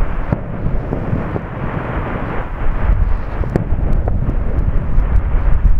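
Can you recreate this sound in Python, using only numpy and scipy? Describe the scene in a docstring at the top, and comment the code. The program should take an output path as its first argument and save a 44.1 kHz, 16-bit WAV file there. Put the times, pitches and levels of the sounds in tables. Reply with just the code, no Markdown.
"""Firework shells bang now and then over a town at night, far from a small camera in a breeze.
Each bang is a push of pressure and a pull of suction, dulled by the air. Echoes off roofs and walls merge
with the rush of comets into a rolling roar, while faint ticks and sparks flick through the treble.
Wind buffets the microphone over a thin circuit hiss, and the loudest bang overloads."""
import sys
import numpy as np
from scipy import signal
from scipy.fft import rfft, irfft, next_fast_len
from scipy.io import wavfile
from scipy.ndimage import uniform_filter1d

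SR = 44100
rng = np.random.default_rng(int(sys.argv[2]) if len(sys.argv) > 2 else 0)


def master_out(mix):
    """Clip the mix to full scale and print it as 16-bit PCM to the path in sys.argv[1]."""
    frames = np.transpose(np.atleast_2d(mix))
    ceiling = np.clip(frames, -1, 1)
    pcm = np.round(ceiling * 32767).astype(np.int16)
    wavfile.write(sys.argv[1], SR, pcm)


N = 255339

# Tone curves of the noise layers: f/Hz, relative level/dB
HISS_EQ = [(3000, -16), (6000, -12), (10000, -14), (17000, -14)]  # circuit noise
HEAVE_EQ = [(8, 11), (16, -1), (28, 2.5), (42, -4), (60, -27.5), (110, -46)]  # slow wind
FLUTTER_EQ = [(30, -18.5), (46, 1.5), (75, -3.5), (105, -10.5), (200, -39.5)]  # quick wind
SIZZLE_EQ = [(2600, -3.5), (3600, 0), (5500, -8), (7000, -13), (9000, -22), (13000, -39)]  # sparks
RUSH_EQ = [(500, -10), (900, -1), (1200, -2), (1800, -7.5), (2400, -14), (3200, -25.5), (4200, -49),
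           (6000, -64)]  # comets
ROAR_EQ = [(150, -9), (260, 7.5), (400, 4), (600, 4), (900, -9), (1500, -36.5)]  # body of the echoes
BOOM_EQ = [(60, -24), (95, 1.5), (150, 0.5), (220, -6), (300, -22.5), (450, -47)]  # low end of the echoes
# Whine of the electronics: f/Hz, rms level at the average hiss level/dB
WHINE_TONES = [(5200, -90), (6934, -90.5), (10002, -99.5), (12134, -89), (13867, -94.5)]
# Cues where the background drops after a loud peak: t/s, depth/dB
DIP_CUES = [(0.333, -9), (1.376, -5), (2.438, -1), (2.929, -4), (3.09, -3.5), (3.565, -7.5), (3.932, -6),
            (4.078, -4.5), (4.3, -4.5), (4.591, -4), (4.778, -4), (4.999, -3.5), (5.163, -6.5),
            (5.35, -3.5), (5.545, -5), (5.72, -4.5)]
# Strength of the breeze, before the dips: t/s, heave/dB, flutter/dB
BREEZE_FADERS = [(0, -12, -30.5), (.45, -19, -25.5), (.8, -19, -25), (1.2, -28.5, -26), (1.8, -31, -33),
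                 (2.2, -27.5, -30), (2.75, -16, -26.5), (3.0, -11.5, -9), (3.3, -23, -25),
                 (3.62, -15.5, -28), (3.801, -15, -13), (4.3, -12, -21.5), (4.8, -16.5, -18),
                 (5.4, -14, -14), (5.79, -5.5, -14.5)]
# Single buffets on the microphone, before the dips: t/s, heave/dB, flutter/dB
BUFFET_CUES = [(0.022, -26, -20.5), (0.131, -24, -30), (.22, -22, -35), (0.659, -16, -22), (.76, -6, -30),
               (1.17, -36, -31), (1.66, -16.5, -27), (1.98, -39, -24.5), (2.1, -36, -33), (2.391, -14, -19),
               (2.669, -8, -36), (2.9, -15, -14.5), (3.021, -6.5, -8), (3.119, -4, -23),
               (3.41, -15.5, -17.5), (3.49, -12.5, -30), (3.72, -9, -10.5), (3.791, -13.5, -20.5),
               (3.85, -11, -18), (3.93, -3.5, -17), (3.99, -12, -18.5), (4.06, -5, -17.5), (4.114, -2, -30),
               (4.291, -25, -10), (4.374, -14, -28), (4.445, -18, -26), (4.5, -10, -31), (4.582, -21, -15),
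               (4.679, -18, -8), (4.77, -5, -25), (4.92, -10, -26), (4.99, -2, -20), (5.172, 1, -8),
               (5.351, -3.5, -28), (5.54, 3.5, -2), (5.659, -10, -1), (5.719, 1, -16)]
# Bursts of sparks, before the dips: t/s, hold/s, level/dB, f/Hz
SPARK_CUES = [(0.256, 0.07, -66, 4520), (0.597, 0.096, -62.5, 4200), (0.75, 0.21, -69, 5400),
              (1.002, 0.23, -72, 5470), (1.32, 0.044, -66, 4400), (1.6, 0.29, -79, 4530),
              (2.265, 0.057, -65, 4200), (2.57, 0.049, -87, 4500), (2.753, .17, -82, 4500),
              (3.089, 0.16, -59, 4600), (3.317, 0.023, -58, 4000), (3.4, 0.087, -67, 5240),
              (4.954, 0.06, -65, 6300), (5.394, 0.068, -67, 4480), (5.633, 0.075, -75.5, 4500)]
# Treble ticks: t/s, band peak/dB, f/Hz, top-end rms over TOP_SPAN_S/dB
TICK_CUES = [(0.3265, -45, 4280, -58), (0.3288, -33.5, 3200, -54), (0.9278, -46, 5610, -62),
             (1.1564, -48, 5310, -62), (1.3139, -49, 4000, -65), (1.394, -49, 5000, -70),
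             (1.42, -49, 4750, -72), (2.2962, -44, 4170, -67), (2.8644, -47, 4090, -62),
             (2.9043, -44, 4000, -58), (2.9246, -44, 4490, -54), (3.0364, -45, 4020, -63),
             (3.0889, -48, 4140, -65), (3.1108, -47, 4110, -70), (3.1467, -53, 5070, -71),
             (3.1744, -43, 4310, -66), (3.245, -50, 4110, -70), (3.3039, -55, 4160, -70),
             (3.3194, -44, 4250, -69), (3.4975, -36, 5000, -62), (3.5, -46, 6800, -62),
             (3.5583, -16.5, 3560, -46), (3.5857, -52, 4100, -78), (3.706, -46, 4380, -74),
             (3.828, -45, 4090, -72), (3.928, -40.5, 4340, -62), (3.962, -45.5, 4060, -59),
             (4.0612, -44, 4000, -61), (4.08, -47, 2500, -73), (4.293, -51, 5000, -60),
             (4.2985, -43, 4540, -60), (4.4986, -46, 4100, -65), (4.59, -40, 5000, -57),
             (4.775, -42, 4030, -63), (4.8894, -56, 4150, -66), (4.9814, -45, 4010, -60),
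             (5.006, -49, 4110, -59), (5.158, -43.5, 4110, -71), (5.19, -46, 4010, -67),
             (5.4116, -48, 4030, -68.5), (5.4595, -51, 4160, -70), (5.5356, -40, 4080, -60),
             (5.575, -58, 7000, -71), (5.655, -39, 3940, -61), (5.678, -42, 4330, -57),
             (5.696, -41, 3980, -60), (5.717, -44, 4000, -66)]
# Running bed of the display, before the dips: t/s, rush/dB, roar/dB, boom/dB
DISPLAY_FADERS = [(0, -32, -30.5, -30.5), (.3, -32.5, -33, -27.5), (.6, -30, -24, -17),
                  (1.0, -36, -28.5, -25), (1.15, -33, -27.5, -21.5), (1.4, -28.5, -26, -21.5),
                  (1.55, -27.5, -27, -22), (1.9, -28, -27, -26.5), (2.2, -29, -28.5, -26),
                  (2.38, -29, -28, -25), (2.52, -35.5, -39, -35), (2.61, -29, -27.5, -27),
                  (2.69, -33, -34.5, -29.5), (2.82, -30, -29.5, -26.5), (3.3, -32.5, -32, -27),
                  (3.5, -35, -32, -26.5), (3.9, -33.5, -27, -17.5), (4.15, -40, -28, -21.5),
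                  (4.3, -33, -28.5, -19), (4.5, -36, -28, -24.5), (4.75, -34, -30, -22),
                  (5.0, -32.5, -29.5, -23.5), (5.4, -27.5, -26, -20.5), (5.7, -34.5, -35.5, -29),
                  (5.79, -40, -40, -25)]
# Starts of the big shells' rolls over the town, before the dips: t/s, rush/dB, roar/dB, boom/dB
ROLL_CUES = [(0.333, -31.5, -20, -15.5), (3.565, -34, -22.5, -14.5)]
# Shell bangs and a few of their separate echoes: t/s, level before the air filters/dB, rise/ms,
# front curve (0 square, 1 ramp), suction/share of the push, recovery/ms, echo delay/ms, echo gain/dB,
# air cutoff/Hz
BANG_CUES = [(0.3283, -3.5, 2.67, 0.036, 0.9, 3.6, 6.8, -7.5, 2400),
             (.931, -1.5, 0.71, 0.96, 0.8, 1.5, 19, -14, 890), (1.158, -10.5, 2, 1, 1.5, 2.1, 7.3, -2, 600),
             (1.3636, -5.5, 0.94, 0.35, 1.3, 1, 12, -8, 1100),
             (1.758, -23, 2.6, 0.27, 1.4, 2.8, 6.1, 12, 700),
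             (3.438, -9.5, 0.51, 0.4, 1.2, 0.87, 1.92, 5, 900),
             (3.559, 3.5, 0.99, 0.31, 0.55, 3.6, 5.6, -9.5, 1800),
             (3.859, -14, 6.6, 0.43, 0.65, 1.7, 2.9, -8, 600),
             (4.0797, -2, 1.08, 0.42, 0.4, 0.34, 1.57, 1.5, 1600),
             (4.0838, -8.5, 2.5, 0.1, 0.17, 1.6, 2.2, -14, 2200),
             (4.11, -27, 2.3, 0.54, 0.61, 1.5, 4.9, 1, 900),
             (4.295, -10, 2.9, 0.87, 0.73, 2.1, 3.35, 4, 605),
             (4.566, -15.5, 1.6, 0.49, 1.3, 1.5, 6.8, -10, 600)]

HISS_DB, SPARK_FLOOR_DB = -68.5, -64.5
TOP_SPAN_S = .003


def undb(db):
    """Decibels to gain."""
    return 10 ** (np.asarray(db) / 20)


def unit(x):
    """Scale to rms 1."""
    return x / np.sqrt(np.mean(x ** 2))


def add_db(*levels):
    """Level in dB of unrelated sounds heard together."""
    return 10 * np.log10(sum(undb(db) ** 2 for db in levels))


def faders(t, table):
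    """The level columns of a table as straight fader moves in time."""
    times, *columns = np.transpose(table)
    return np.array([np.interp(t, times, column) for column in columns])


def colour(x, eq):
    """Shape a signal with a tone curve, at rms 1."""
    hz, db = np.transpose(eq)
    size = next_fast_len(N)
    f = np.maximum(np.arange(size // 2 + 1) * SR / size, 1)
    gain = undb(np.interp(np.log(f), np.log(hz), db, -160, -160))
    return unit(irfft(rfft(x, size) * gain, size)[:N])


def band(x, hz, width):
    """A gentle band-pass around hz; width is a share of hz."""
    edge = 1 + width / 2
    return signal.sosfilt(signal.butter(1, [hz / edge, hz * edge], "band", fs=SR, output="sos"), x)


def wobble(rate_hz):
    """A smooth random drift: held steps, slewed twice."""
    hold = int(SR / rate_hz)
    steps = np.repeat(rng.standard_normal(N // hold + 1), hold)[:N]
    return uniform_filter1d(uniform_filter1d(steps, hold), hold)


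def grit(per_s, spread_db, share):
    """Scattered pulses of uneven size, carrying a share of the power, over smooth noise."""
    hits = rng.random(N) < per_s / SR
    sizes = undb(spread_db * np.minimum(rng.exponential(size=N), 4))
    pulses = hits * sizes * np.sign(rng.standard_normal(N))
    return np.sqrt(share) * unit(pulses) + np.sqrt(1 - share) * rng.standard_normal(N)


def dips(t, hold_s=.079, climb_db_per_s=15):
    """Background level change in dB: drop, hold and climb back at each cue; the deepest dip wins."""
    each = [(t >= s) * np.minimum(db + climb_db_per_s * np.maximum(t - s - hold_s, 0), 0)
            for s, db in DIP_CUES]
    return np.min(each, axis=0)


def circuit_hiss(t, dip_db):
    """The camera's own noise and a thin whine that sinks and swells with it."""
    whine = sum(np.sqrt(2) * undb(db) * np.sin(2 * np.pi * hz * t) for hz, db in WHINE_TONES)
    hiss = colour(rng.standard_normal(N), HISS_EQ)
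    return hiss * undb(HISS_DB + dip_db) + whine * undb(dip_db - dip_db.mean())


def wind(t, dip_db, buffet_s=.023, limit=.68):
    """Wind buffets the microphone in lumpy swings; the strongest are softly limited."""
    buffets = [np.array(db)[:, None] - 10 * ((t - s) / buffet_s) ** 2 for s, *db in BUFFET_CUES]
    heave_db, flutter_db = add_db(faders(t, BREEZE_FADERS), *buffets) + dip_db
    eddies = grit(per_s=45, spread_db=1.5, share=.4)
    centres = (np.array(BUFFET_CUES)[:, 0] * SR).astype(int)
    eddies[centres] += 30 * np.sign(rng.standard_normal(len(centres)))  # a strong eddy in each buffet
    heave = colour(eddies, HEAVE_EQ) * undb(heave_db)
    flutter = colour(eddies, FLUTTER_EQ) * undb(flutter_db)
    return limit * np.tanh((heave + flutter) / limit)


def sparks(t, dip_db, edge_s=.026):
    """Burning sparks crackle faintly and flare in gritty bursts, each with its own pitch and hold."""
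    crackle = colour(grit(per_s=500, spread_db=3.3, share=.35) * undb(1.6 * wobble(40)), SIZZLE_EQ)
    out = crackle * undb(SPARK_FLOOR_DB)
    for s, hold_s, db, hz in SPARK_CUES:
        fade_db = 10 * np.maximum(np.abs(t - s - hold_s / 2) - hold_s / 2, 0) / edge_s
        out += unit(band(crackle, hz, width=.39)) * undb(db - fade_db)
    return out * undb(dip_db)


def ticks(fade_ms=1.0):
    """Each tick is a pitched spit of a millisecond or two, some with a bright top end."""
    out, ms = np.zeros(N), np.arange(300) / SR * 1000
    for s, db, hz, top_db in TICK_CUES:
        click = rng.standard_normal(len(ms)) * np.exp(-ms / fade_ms)
        body = band(click, hz, width=1)
        top = signal.sosfilt(signal.butter(2, 5600, "high", fs=SR, output="sos"), click)
        top *= np.sqrt(TOP_SPAN_S * SR / np.sum(top ** 2))
        start = int(s * SR)
        out[start:start + len(ms)] += undb(db) * body / np.abs(body).max() + undb(top_db) * top
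    return out


def display_db(t, fade_db_per_s=27.5):
    """Rush, roar and boom levels: the running bed plus the fading roll of each big shell."""
    rolls = [np.array(db)[:, None] - np.where(t >= s, fade_db_per_s * (t - s), np.inf)
             for s, *db in ROLL_CUES]
    return add_db(faders(t, DISPLAY_FADERS), *rolls)


def comet_rush(db, throb):
    """Comets burn with a soft rushing noise."""
    burn = grit(per_s=1500, spread_db=2.4, share=.34) * undb(1.5 * throb)
    return colour(burn, RUSH_EQ) * undb(db)


def echo_roar(db, throb):
    """Countless far echoes form the body of the rumble, throbbing as clusters come and go."""
    echoes = grit(per_s=500, spread_db=3.5, share=.35) * undb(1.8 * throb)
    return colour(echoes, ROAR_EQ) * undb(db)


def echo_boom(db):
    """The low end of the rumble: fewer, bigger thuds."""
    thuds = grit(per_s=70, spread_db=3.2, share=.5) * undb(1.8 * wobble(14))
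    return colour(thuds, BOOM_EQ) * undb(db)


def air(x, cutoff_hz, order):
    """The long way through the air takes off the treble and rounds every edge."""
    return signal.sosfiltfilt(signal.butter(order, cutoff_hz, fs=SR, output="sos"), x)


def shell_bangs(ring_hz=1200, ring_t60_ms=8, echo_blur_ms=.28, tail_t60_ms=50):
    """Pressure builds, snaps into suction and rings briefly; one near echo and a short tail follow."""
    out, lead = np.zeros(N), 400
    ms = np.arange(-lead, 6000) / SR * 1000  # zero at the snap
    after_ms = np.maximum(ms, 0)
    for s, db, rise_ms, curve, suction, recovery_ms, echo_ms, echo_db, air_hz in BANG_CUES:
        push = np.clip(1 + ms / rise_ms, 0, 1) ** curve * (ms < 0) * (ms > -rise_ms)
        pull = suction * np.exp(-(after_ms / recovery_ms) ** 3.2) * (ms >= 0)  # holds, then lets go
        ring = np.sin(2 * np.pi * ring_hz * after_ms / 1000) * undb(-9 - 60 * after_ms / ring_t60_ms)
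        # the near echo pulls back less and comes rounded
        echo = uniform_filter1d(push - .27 * pull, 1 + int(echo_blur_ms * SR / 1000))
        echo = undb(echo_db) * np.interp(ms - echo_ms, ms, echo, left=0)
        dark_noise = unit(signal.lfilter([1], [1, -.93], rng.standard_normal(len(ms))))
        tail = dark_noise * (ms > 0) * undb(-18 - 60 * after_ms / tail_t60_ms)
        start = int(s * SR) - lead
        out[start:start + len(ms)] += undb(db) * air(push - pull + ring + echo + tail, air_hz, order=1)
    return air(out, cutoff_hz=2160, order=3)


def scene(duck_depth=5, duck_s=.008):
    """Mono mix: the bangs stand in front of the rumble, sparks, wind, ticks and hiss."""
    t = np.arange(N) / SR
    dip_db = dips(t)
    rush_db, roar_db, boom_db = display_db(t) + dip_db
    throb = wobble(20)  # rush and roar pulse together
    rumble = comet_rush(rush_db, throb) + echo_roar(roar_db, throb) + echo_boom(boom_db)
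    bed = rumble + sparks(t, dip_db) + wind(t, dip_db)
    bangs = shell_bangs()
    # gain control ducks the bed for the few milliseconds that a bang lasts
    duck = 1 / (1 + duck_depth * uniform_filter1d(np.abs(bangs), int(duck_s * SR)))
    return (bed * duck + bangs + ticks() + circuit_hiss(t, dip_db))[None]


def record(dry, ceiling=.96, top_hz=15800):
    """The camera flattens the highest peak and cuts the top end."""
    high_cut = signal.ellip(6, .1, 40, top_hz, fs=SR, output="sos")
    return signal.sosfiltfilt(high_cut, np.clip(dry, -ceiling, ceiling))


dry = scene()
out = record(dry)
master_out(out)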